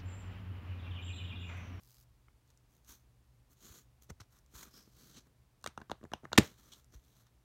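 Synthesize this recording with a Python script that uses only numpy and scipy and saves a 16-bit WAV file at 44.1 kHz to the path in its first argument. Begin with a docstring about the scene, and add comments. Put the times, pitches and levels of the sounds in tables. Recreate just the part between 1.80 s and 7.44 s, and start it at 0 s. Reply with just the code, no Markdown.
"""A plastic lock on a fabric suitcase clicks close to the microphone: its number wheels tick under a finger,
its button creaks in short slips, and the latch lets go with one loud snap that thuds through the case.
Gritty bursts of force ring the lock, and a smooth push rings the case; a noisy tail follows.
Skin rubs and some wheel clicks hiss as shaped, uneven noise; finger pushes and the snap swing the case low.
A quiet room lies underneath: coloured noise and a wavering hum."""
import sys
import numpy as np
from scipy import signal
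from scipy.fft import rfft, irfft
from scipy.io import wavfile
from scipy.ndimage import uniform_filter1d

SR = 44100
rng = np.random.default_rng(int(sys.argv[2]) if len(sys.argv) > 2 else 0)


def transcribe(signal):
    """Save signal, clipped to [-1, 1], as a 16-bit WAV file at the path in sys.argv[1]."""
    frames = np.atleast_2d(signal).T
    limited = np.clip(frames, -1, 1)
    pcm = np.round(limited * 32767).astype(np.int16)
    wavfile.write(sys.argv[1], SR, pcm)


N = 248715  # length in samples


def gain_of(db):
    """Turns decibels into amplitude."""
    return 10 ** (np.asarray(db) / 20)


def evened(x):
    """Scales a signal to an average strength (rms) of one."""
    return x / np.sqrt(np.mean(x ** 2) + 1e-20)


def read_curve(points, hz):
    """Reads a value between the points of a curve, along a logarithmic pitch axis."""
    point_hz, value = np.transpose(points)
    return np.interp(np.log(hz + 1), np.log(point_hz + 1), value)


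def add(mix, start_s, sound):
    """Mixes a sound in at its start time."""
    part = mix[round(start_s * SR):][:len(sound)]
    part += sound[:len(part)]


def coloured(x, spectrum):
    """Filters x by a curve of levels over pitch, then evens it."""
    hz = np.fft.rfftfreq(len(x), 1 / SR)
    shaped = rfft(x) * gain_of(read_curve(spectrum, hz))
    return evened(irfft(shaped, len(x)))


def hump(x, hz, width_hz):
    """Keeps a broad band around one pitch, like a heavily damped resonance, and evens it."""
    b, a = signal.iirpeak(hz, hz / width_hz, fs=SR)
    return evened(signal.lfilter(b, a, x))


def bump(seconds):
    """A smooth rise and fall of about that length."""
    u = np.arange(200) / SR / seconds
    return (u * np.exp(-2 * u)) ** 2


def ring(modes, force):
    """A force pulse sets off dying swings; only the change of motion radiates; the peak is one."""
    t = np.arange(SR // 5) / SR
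    response = sum(gain_of(db - 60 * t / t60) * np.sin(2 * np.pi * hz * t) for hz, db, t60 in modes)
    motion = signal.fftconvolve(response, force)[:len(t)]
    sound = np.gradient(motion)
    return sound / abs(sound).max()


# Colour of the hiss and rumble. Each row: pitch in Hz, relative level in dB.
QUIET_SPECTRUM = [(12, -57), (20, -25), (34, -6), (58, -4), (70, -2.5), (88, -25), (104, -12.5), (123, -8),
                  (163, -20), (234, -22), (410, -27.5), (897, -31), (1220, -33), (1400, -35), (16000, -45)]
QUIET_DB = -68  # rms level of the hiss and rumble
# The hum. One row: pitch in Hz, wavering of the level in dB rms, middle level in dB rms.
ROOM_HUM = (120, 1.5, -76.5)


def quiet_room():
    """Coloured noise gives hiss and rumble; a sine hums, its level and phase wavering slowly together."""
    hz, waver_db, db = ROOM_HUM
    waver = rng.standard_normal(N)
    for _ in range(2):
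        waver = uniform_filter1d(waver, size=3000)
    waver = evened(waver)
    phase = 2 * np.pi * hz * np.arange(N) / SR + .8 * waver
    hum = np.sqrt(2) * gain_of(db + waver_db * waver) * np.sin(phase)
    hiss_and_rumble = gain_of(QUIET_DB) * coloured(rng.standard_normal(N), QUIET_SPECTRUM)
    return hiss_and_rumble + hum


# How fast the room's tail dies. Each row: pitch in Hz, time to fall by 60 dB in seconds.
ROOM_DECAY = [(200, 0.022), (1000, 0.2), (3000, 0.2), (8000, .15), (15000, .1)]
ROOM_DB = -13.5  # gain of the tail when it is mixed in


def room_tail(x):
    """Sound energy, blurred in pitch, is stored and drains away band by band as noise."""
    hz, t, bands = signal.stft(x, SR, nperseg=256, noverlap=192)
    power = uniform_filter1d(abs(bands) ** 2, size=5, axis=0)
    # share of the energy left after one time step; 120 because energy is amplitude squared
    keep = gain_of(-120 * (t[1] - t[0]) / np.maximum(read_curve(ROOM_DECAY, hz), .01))
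    stored = np.array([signal.lfilter([0, 0, 1 - k], [1, -k], p) for k, p in zip(keep, power)])
    real, imaginary = rng.standard_normal((len(t), len(hz), 2)).T
    noise = np.sqrt(abs(stored)) * (real + 1j * imaginary)
    return signal.istft(noise, SR, nperseg=256, noverlap=192)[1][:N]


# Low swings of the case, set off by soft finger pushes and by the latch's snap (the two rows near
# 4.59 s). Each row: start in seconds, peak in dB before the microphone, pitch in Hz, time to fall
# by 60 dB in seconds.
CASE_SWINGS = [(1.089, -54.5, 59.5, 0.08), (1.896, -50.5, 76, 0.06), (2.305, -42, 84, 0.084),
               (2.404, -48, 102, 0.091), (2.745, -50, 59, 0.096), (4.584, -28.5, 76, 0.11),
               (4.591, -21.5, 114.5, 0.061), (5.148, -45, 55, 0.079)]


def case_swings(rise_s=0.0034):
    """A smooth pulse of force, from the finger or the snap, gives the case one low, dying swing."""
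    out, t = np.zeros(N), np.arange(SR // 40) / SR
    force = (t * np.exp(-t / rise_s)) ** 2  # strongest after rise_s seconds
    for start_s, db, hz, t60 in CASE_SWINGS:
        add(out, start_s, gain_of(db) * ring([(hz, 0, t60)], force))
    return out


def judder(per_s=95, uneven=0.44, sharp=4.0):
    """Sticking and letting go at uneven intervals: a train of short bursts between zero and one."""
    drift = evened(uniform_filter1d(rng.standard_normal(N), size=500))
    rate = per_s * np.exp(uneven * drift)
    return np.exp(-sharp * (np.cumsum(rate) / SR % 1))


# Colour of the rubbing hiss. Each row: pitch in Hz, relative level in dB.
SKIN_SPECTRUM = [(1290, -48), (2200, -6.5), (2640, -6.5), (3300, -2), (3650, -3), (4100, 0), (4840, -6.5),
                 (6260, 1), (7090, -3.5), (7710, -5), (10300, -9), (12700, -3), (16000, -8)]
# Strokes of skin over plastic and cloth, and short noisy bursts of the wheel clicks near 2.3 and 2.4 s.
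# Each row: start of full pressure or strength in seconds, rise, hold and fall in seconds, level of hiss
# with whistle in dB, then fine fizz, low scrape and drag on the case in dB relative to that,
# whistle in dB relative to the hiss, whistle pitch in Hz, half the judder depth in dB.
RUBS_AND_BURSTS = [(0.042, 0.17, 0.19, .02, -75, 5, -9.5, -18, -6, 4840, 7.1),
                   (0.700, 0.055, 0.013, .015, -76.5, -7, -6, -13, -15, 6400, 9.1),
                   (0.91, 0.04, 0.073, .03, -81.5, 1.5, -13, 0, -6, 6450, 6),
                   (1.098, 0.038, 0.025, 0.074, -60, 0.5, -6.5, -8, -7, 6200, 2.5),
                   (1.72, 0.037, 0.015, 0.013, -77.5, 7.5, -0.5, 4, -15, 6400, 3.3),
                   (1.838, 0.073, .15, 0.054, -63, -2.3, -7, -4, -6.5, 6800, 2.5),
                   (2.222, 0.0088, 0.014, 0.036, -71.5, 2.5, -8, -5, -10, 6000, 6),
                   (2.3, 0.0075, 0.0026, 0.0078, -52, -13, -1, 6, -8, 5900, 2.1),
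                   (2.404, 0.0042, 0.0036, 0.028, -56.5, -14, -7, -17, -10, 5800, 5.3),
                   (2.53, 0.045, 0.048, 0.049, -76.5, 2, 0.5, -2.5, -24, 5760, 4),
                   (2.755, 0.037, 0.076, 0.06, -59, -1, -4.5, -6, -13, 6840, 1.7),
                   (2.877, 0.046, 0.0047, 0.013, -71, -6, 3, 6, -19, 6740, 2.6),
                   (2.944, 0.045, 0.056, 0.088, -63, -5, -7.5, -3.5, -2, 5180, 0.54),
                   (3.19, 0.11, 0.12, 0.1, -68, -0.5, -5.5, 0, -11, 4570, 1),
                   (3.368, 0.036, .015, 0.042, -58.5, -16.5, -8.5, -3, -36, 5970, 1.7),
                   (3.465, 0.017, 0.0057, 0.017, -81, -2, 5.5, 10, -15, 4330, 2.5),
                   (4.63, .02, 0.024, 0.083, -55.5, -7, -5, 2.2, -17, 3420, 2.5),
                   (4.802, 0.1, .19, .05, -72, -1.5, -3, -1, -19.5, 3420, 1.5),
                   (4.927, 0.013, 0.0076, 0.023, -56, -19.5, -15, -23, -4, 3420, 2.5),
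                   (5.139, 0.032, .012, 0.035, -67, -7, -4.5, -0.5, -5, 6000, 4.8),
                   (5.25, 0.13, 0.074, .06, -78.5, -1, -9, 2, -13, 3544, 5.5),
                   (5.36, 0.037, 0.066, 0.036, -77, -1.5, -2.5, -5, -19, 3470, 4),
                   (5.465, 0.021, 0.0089, 0.028, -75.5, -13.5, -0.8, -23, -8, 3550, 5.5)]
RUB_RANGE_DB = 20  # the level climbs this much in the rise time and drops it in the fall time


def rubs_and_bursts(grain_db=1.52, flutter_db=2.0, split_hz=8000, whistle_width_hz=1300):
    """Dense uneven grains, as of catching skin ridges or a wheel's click, hiss, scrape and drag."""
    flutter = evened(uniform_filter1d(rng.standard_normal(N), size=260))
    grain_level_db = grain_db * rng.exponential(1, N) + flutter_db * flutter
    grains = rng.standard_normal(N) * gain_of(grain_level_db)
    skin = coloured(grains, SKIN_SPECTRUM)
    hiss = signal.sosfiltfilt(signal.butter(2, split_hz, fs=SR, output="sos"), skin)
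    fizz = evened(skin - hiss)
    scrape = hump(hump(grains, 1200, 990), 1200, 990)
    drag = hump(hump(grains, 200, 280), 200, 280)
    out, catches = np.zeros(N), judder()
    for (full_s, rise, hold, fall, db, fizz_db, scrape_db, drag_db,
         whistle_db, hz, judder_db) in RUBS_AND_BURSTS:
        first = max(round((full_s - 2 * rise) * SR), 0)
        last = min(round((full_s + hold + 2 * fall) * SR), N)
        at = np.arange(first, last)
        t = at / SR - full_s
        distance = np.maximum(-t, 0) / rise + np.maximum(t - hold, 0) / fall
        level_db = db - RUB_RANGE_DB * distance
        whistle = hump(hump(grains[at], hz, whistle_width_hz), hz, whistle_width_hz)
        layers = evened(evened(hiss[at]) + gain_of(whistle_db) * whistle)
        layers += gain_of(fizz_db) * fizz[at]
        layers += gain_of(scrape_db) * scrape[at]
        layers += gain_of(drag_db) * drag[at]
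        stick_slip = evened(gain_of(2 * judder_db * catches[at]))
        out[at] += gain_of(level_db) * stick_slip * layers
    return out


# All peaks of the lock below are in dB before the bass cut of the shell.
# Wheels and lock shell tick under the finger. Each row: start in seconds, knock peak in dB, snap in dB
# relative to the knock, thud in dB relative to the knock, slip time in seconds.
WHEEL_SLIPS = [(0.482, -57, -25, -17, 0.0024), (0.708, -66, 2, -11, .001), (0.774, -74.5, 16, -13, 0.0015),
               (1.047, -74, 19.5, -15, 0.00092), (1.086, -67, 10, -13, 0.0041),
               (2.299, -59.5, 8, -11, 0.0021), (2.301, -48.5, 3, 7, 0.0039), (2.4, -48.5, -3, -6, 0.0042),
               (2.415, -51, -9, -12, 0.0021), (2.589, -67, 14, -30, 0.00021),
               (2.662, -76.5, 17, -20, 0.00055), (2.736, -61, -9, 7, 0.0046), (2.829, -45, 4, -32, 0.00025),
               (3.074, -63.5, -8, 10, .002), (3.812, -78, 12, -15, .0015), (3.826, -75, 15, -13, .0015),
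               (4.924, -68, 9, -24, .005), (5.044, -70.5, 15.5, -18, 0.00092),
               (5.112, -84.5, 7, -16, 0.00089), (5.138, -59.5, -3, -5.5, 0.0029),
               (5.279, -76, 8, -15, .001)]
WHEEL_HZ, WHEEL_TICK_DB = 1460, -12  # knock pitch; tick relative to the snap
# The button creaks in slips. Each row: start in seconds, knock peak in dB, then tick, snap and thud
# in dB relative to the knock, knock pitch in Hz.
BUTTON_SLIPS = [(3.841, -36, -4, -3.5, -15.5, 1090), (3.8619, -26.5, -4, -6.5, -26, 1400),
                (3.873, -40, 7.5, 2.5, -2.5, 1650), (3.976, -30, -12.5, -18.5, -11, 954),
                (4.001, -51.5, -21, -12, 2, 960), (4.015, -42, -10, -21, -3.5, 1075),
                (4.097, -38, -7.5, -16, -4.5, 1130), (4.108, -39.5, -21, -15, -15, 1092),
                (4.115, -24, -6, -18.5, -13, 940), (4.211, -57.5, -23, -18, 6, 1230),
                (4.229, -47, -18, -27, 0, 650), (4.238, -41, -14.5, -15.5, 1, 655),
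                (4.250, -48, -28, -16, 2, 1170), (4.317, -41.5, -11, -17.5, -2.5, 1230),
                (4.328, -47, -31, -24, -13, 1210), (4.335, -24.5, -4, -14, -11.5, 1034),
                (4.432, -48, -27, -25, -2, 600), (4.44, -49.5, -15, -21, 6, 600),
                (4.446, -52.5, -7, -7.5, 2, 790), (4.452, -38.5, -31.5, -21, -7.5, 1220),
                (4.517, -39, -28, -25, -9, 1026), (4.526, -42, 0, -23, -15, 1010),
                (4.530, -21, -2, -11, -17, 980), (4.553, -48.5, -3, -12, 5, 1550),
                (4.559, -60, 9, 3, 7, 1520)]
# Harder slips are quicker: time in seconds at the reference level in dB, dB of time lost per dB of level.
BUTTON_SLIP_S, BUTTON_SLIP_AT_DB, QUICKENING = .0014, -33.5, 0.34
# The latch lets go in four blows. Each row: start in seconds, knock peak in dB, then tick, snap and thud
# in dB relative to the knock, knock pitch in Hz, slip time in seconds.
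LATCH_RELEASE = [(4.5763, -14.5, -3, -1.5, -18, 1860, 0.0033), (4.5785, -13.5, 6.5, -3, -10, 1134, 0.0011),
                 (4.5828, -21.5, 17.5, 4, 15.5, 1000, 0.0005), (4.586, -18.5, -2.5, 8, -8.5, 1850, 0.0006)]


def slips():
    """Lists every click of latch, button and wheels, in rows laid out like the latch table."""
    wheels = [(start_s, db, snap_db + WHEEL_TICK_DB, snap_db, thud_db, WHEEL_HZ, slip_s)
              for start_s, db, snap_db, thud_db, slip_s in WHEEL_SLIPS]
    button = [(start_s, db, tick_db, snap_db, thud_db, hz,
               BUTTON_SLIP_S * gain_of(QUICKENING * (BUTTON_SLIP_AT_DB - db)))
              for start_s, db, tick_db, snap_db, thud_db, hz in BUTTON_SLIPS]
    return list(LATCH_RELEASE) + button + wheels


# Swings of the knock. Each row: multiple of the knock pitch, relative swing in dB,
# time to fall by 60 dB in seconds.
KNOCK_MODES = [(0.599, -15, 0.0051), (0.998, 2, 0.0091), (1.45, 2, .008), (2, -7, 0.0059)]
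# Swings of the tick, the snap and the thud of the case. Each row: pitch in Hz, relative swing in dB,
# time to fall by 60 dB in seconds.
TICK_MODES = [(2350, -4.5, 0.0015), (2830, -18.5, 0.033), (3200, -0.5, 0.0021), (3660, -0.5, 0.0029),
              (5000, -11, 0.00099)]
SNAP_MODES = [(6030, 0.5, .004), (6420, -10.5, 0.019), (7080, 3, 0.0033), (8320, -6, 0.005),
              (9800, -13.5, 0.0016), (11200, -14.5, 0.0027), (13200, -13.5, 0.0053)]
THUD_MODES = [(90, -1, 0.087), (142, -4.5, 0.092), (214, 1, 0.042), (305, -7, 0.045), (402, -14.5, 0.07)]
SHELL_LOW_HZ, THUD_LAG_S = 380, .0015  # the small shell radiates no bass; the case answers a little later


def clicks(fade=1.8, soft=0.58, tick_soft_s=0.00019):
    """Every slip knocks, ticks and snaps in the plastic shell and thuds into the case."""
    out, t, rows = np.zeros(N), np.arange(SR // 40) / SR, slips()
    grit = rng.standard_normal((len(rows), len(t)))
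    bass_cut = signal.butter(2, SHELL_LOW_HZ, "high", fs=SR, output="sos")
    push = np.hanning(SR // 400)  # a smooth force of 2.5 ms
    for (start_s, db, tick_db, snap_db, thud_db, hz, slip_s), noise in zip(rows, grit):
        # the slip is a gritty burst of force, not one clean blow
        slip = noise * (t / slip_s) * np.exp(-fade * t / slip_s)
        # slower swings feel the force smoothed over part of their cycle
        knock_modes = [(hz * k, k_db, t60) for k, k_db, t60 in KNOCK_MODES]
        knock = ring(knock_modes, np.convolve(slip, bump(soft / hz)))
        tick = ring(TICK_MODES, np.convolve(slip, bump(tick_soft_s)))
        snap = ring(SNAP_MODES, slip)
        shell = knock + gain_of(tick_db) * tick + gain_of(snap_db) * snap
        add(out, start_s, gain_of(db) * signal.sosfilt(bass_cut, shell))
        add(out, start_s + THUD_LAG_S, gain_of(db + thud_db) * ring(THUD_MODES, push))
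    return out


def scene():
    """Mixes room, case, rubbing and lock; only the clicks of the lock's shell and thuds get the tail."""
    lock = clicks()
    tail = gain_of(ROOM_DB) * room_tail(lock)
    return (quiet_room() + tail + case_swings() + rubs_and_bursts() + lock)[None]


MIC_LOW_HZ, EDGE_HZ = 40, 15950  # lower and upper limits of the sound


def record(dry):
    """The microphone loses the deepest bass; then a filter removes the highest treble."""
    x = signal.sosfilt(signal.butter(4, MIC_LOW_HZ, "high", fs=SR, output="sos"), dry)
    treble_cut = signal.firwin(511, EDGE_HZ, window=("kaiser", 9), fs=SR)
    return signal.oaconvolve(x, treble_cut[None], "same")


dry = scene()
out = record(dry)
transcribe(out)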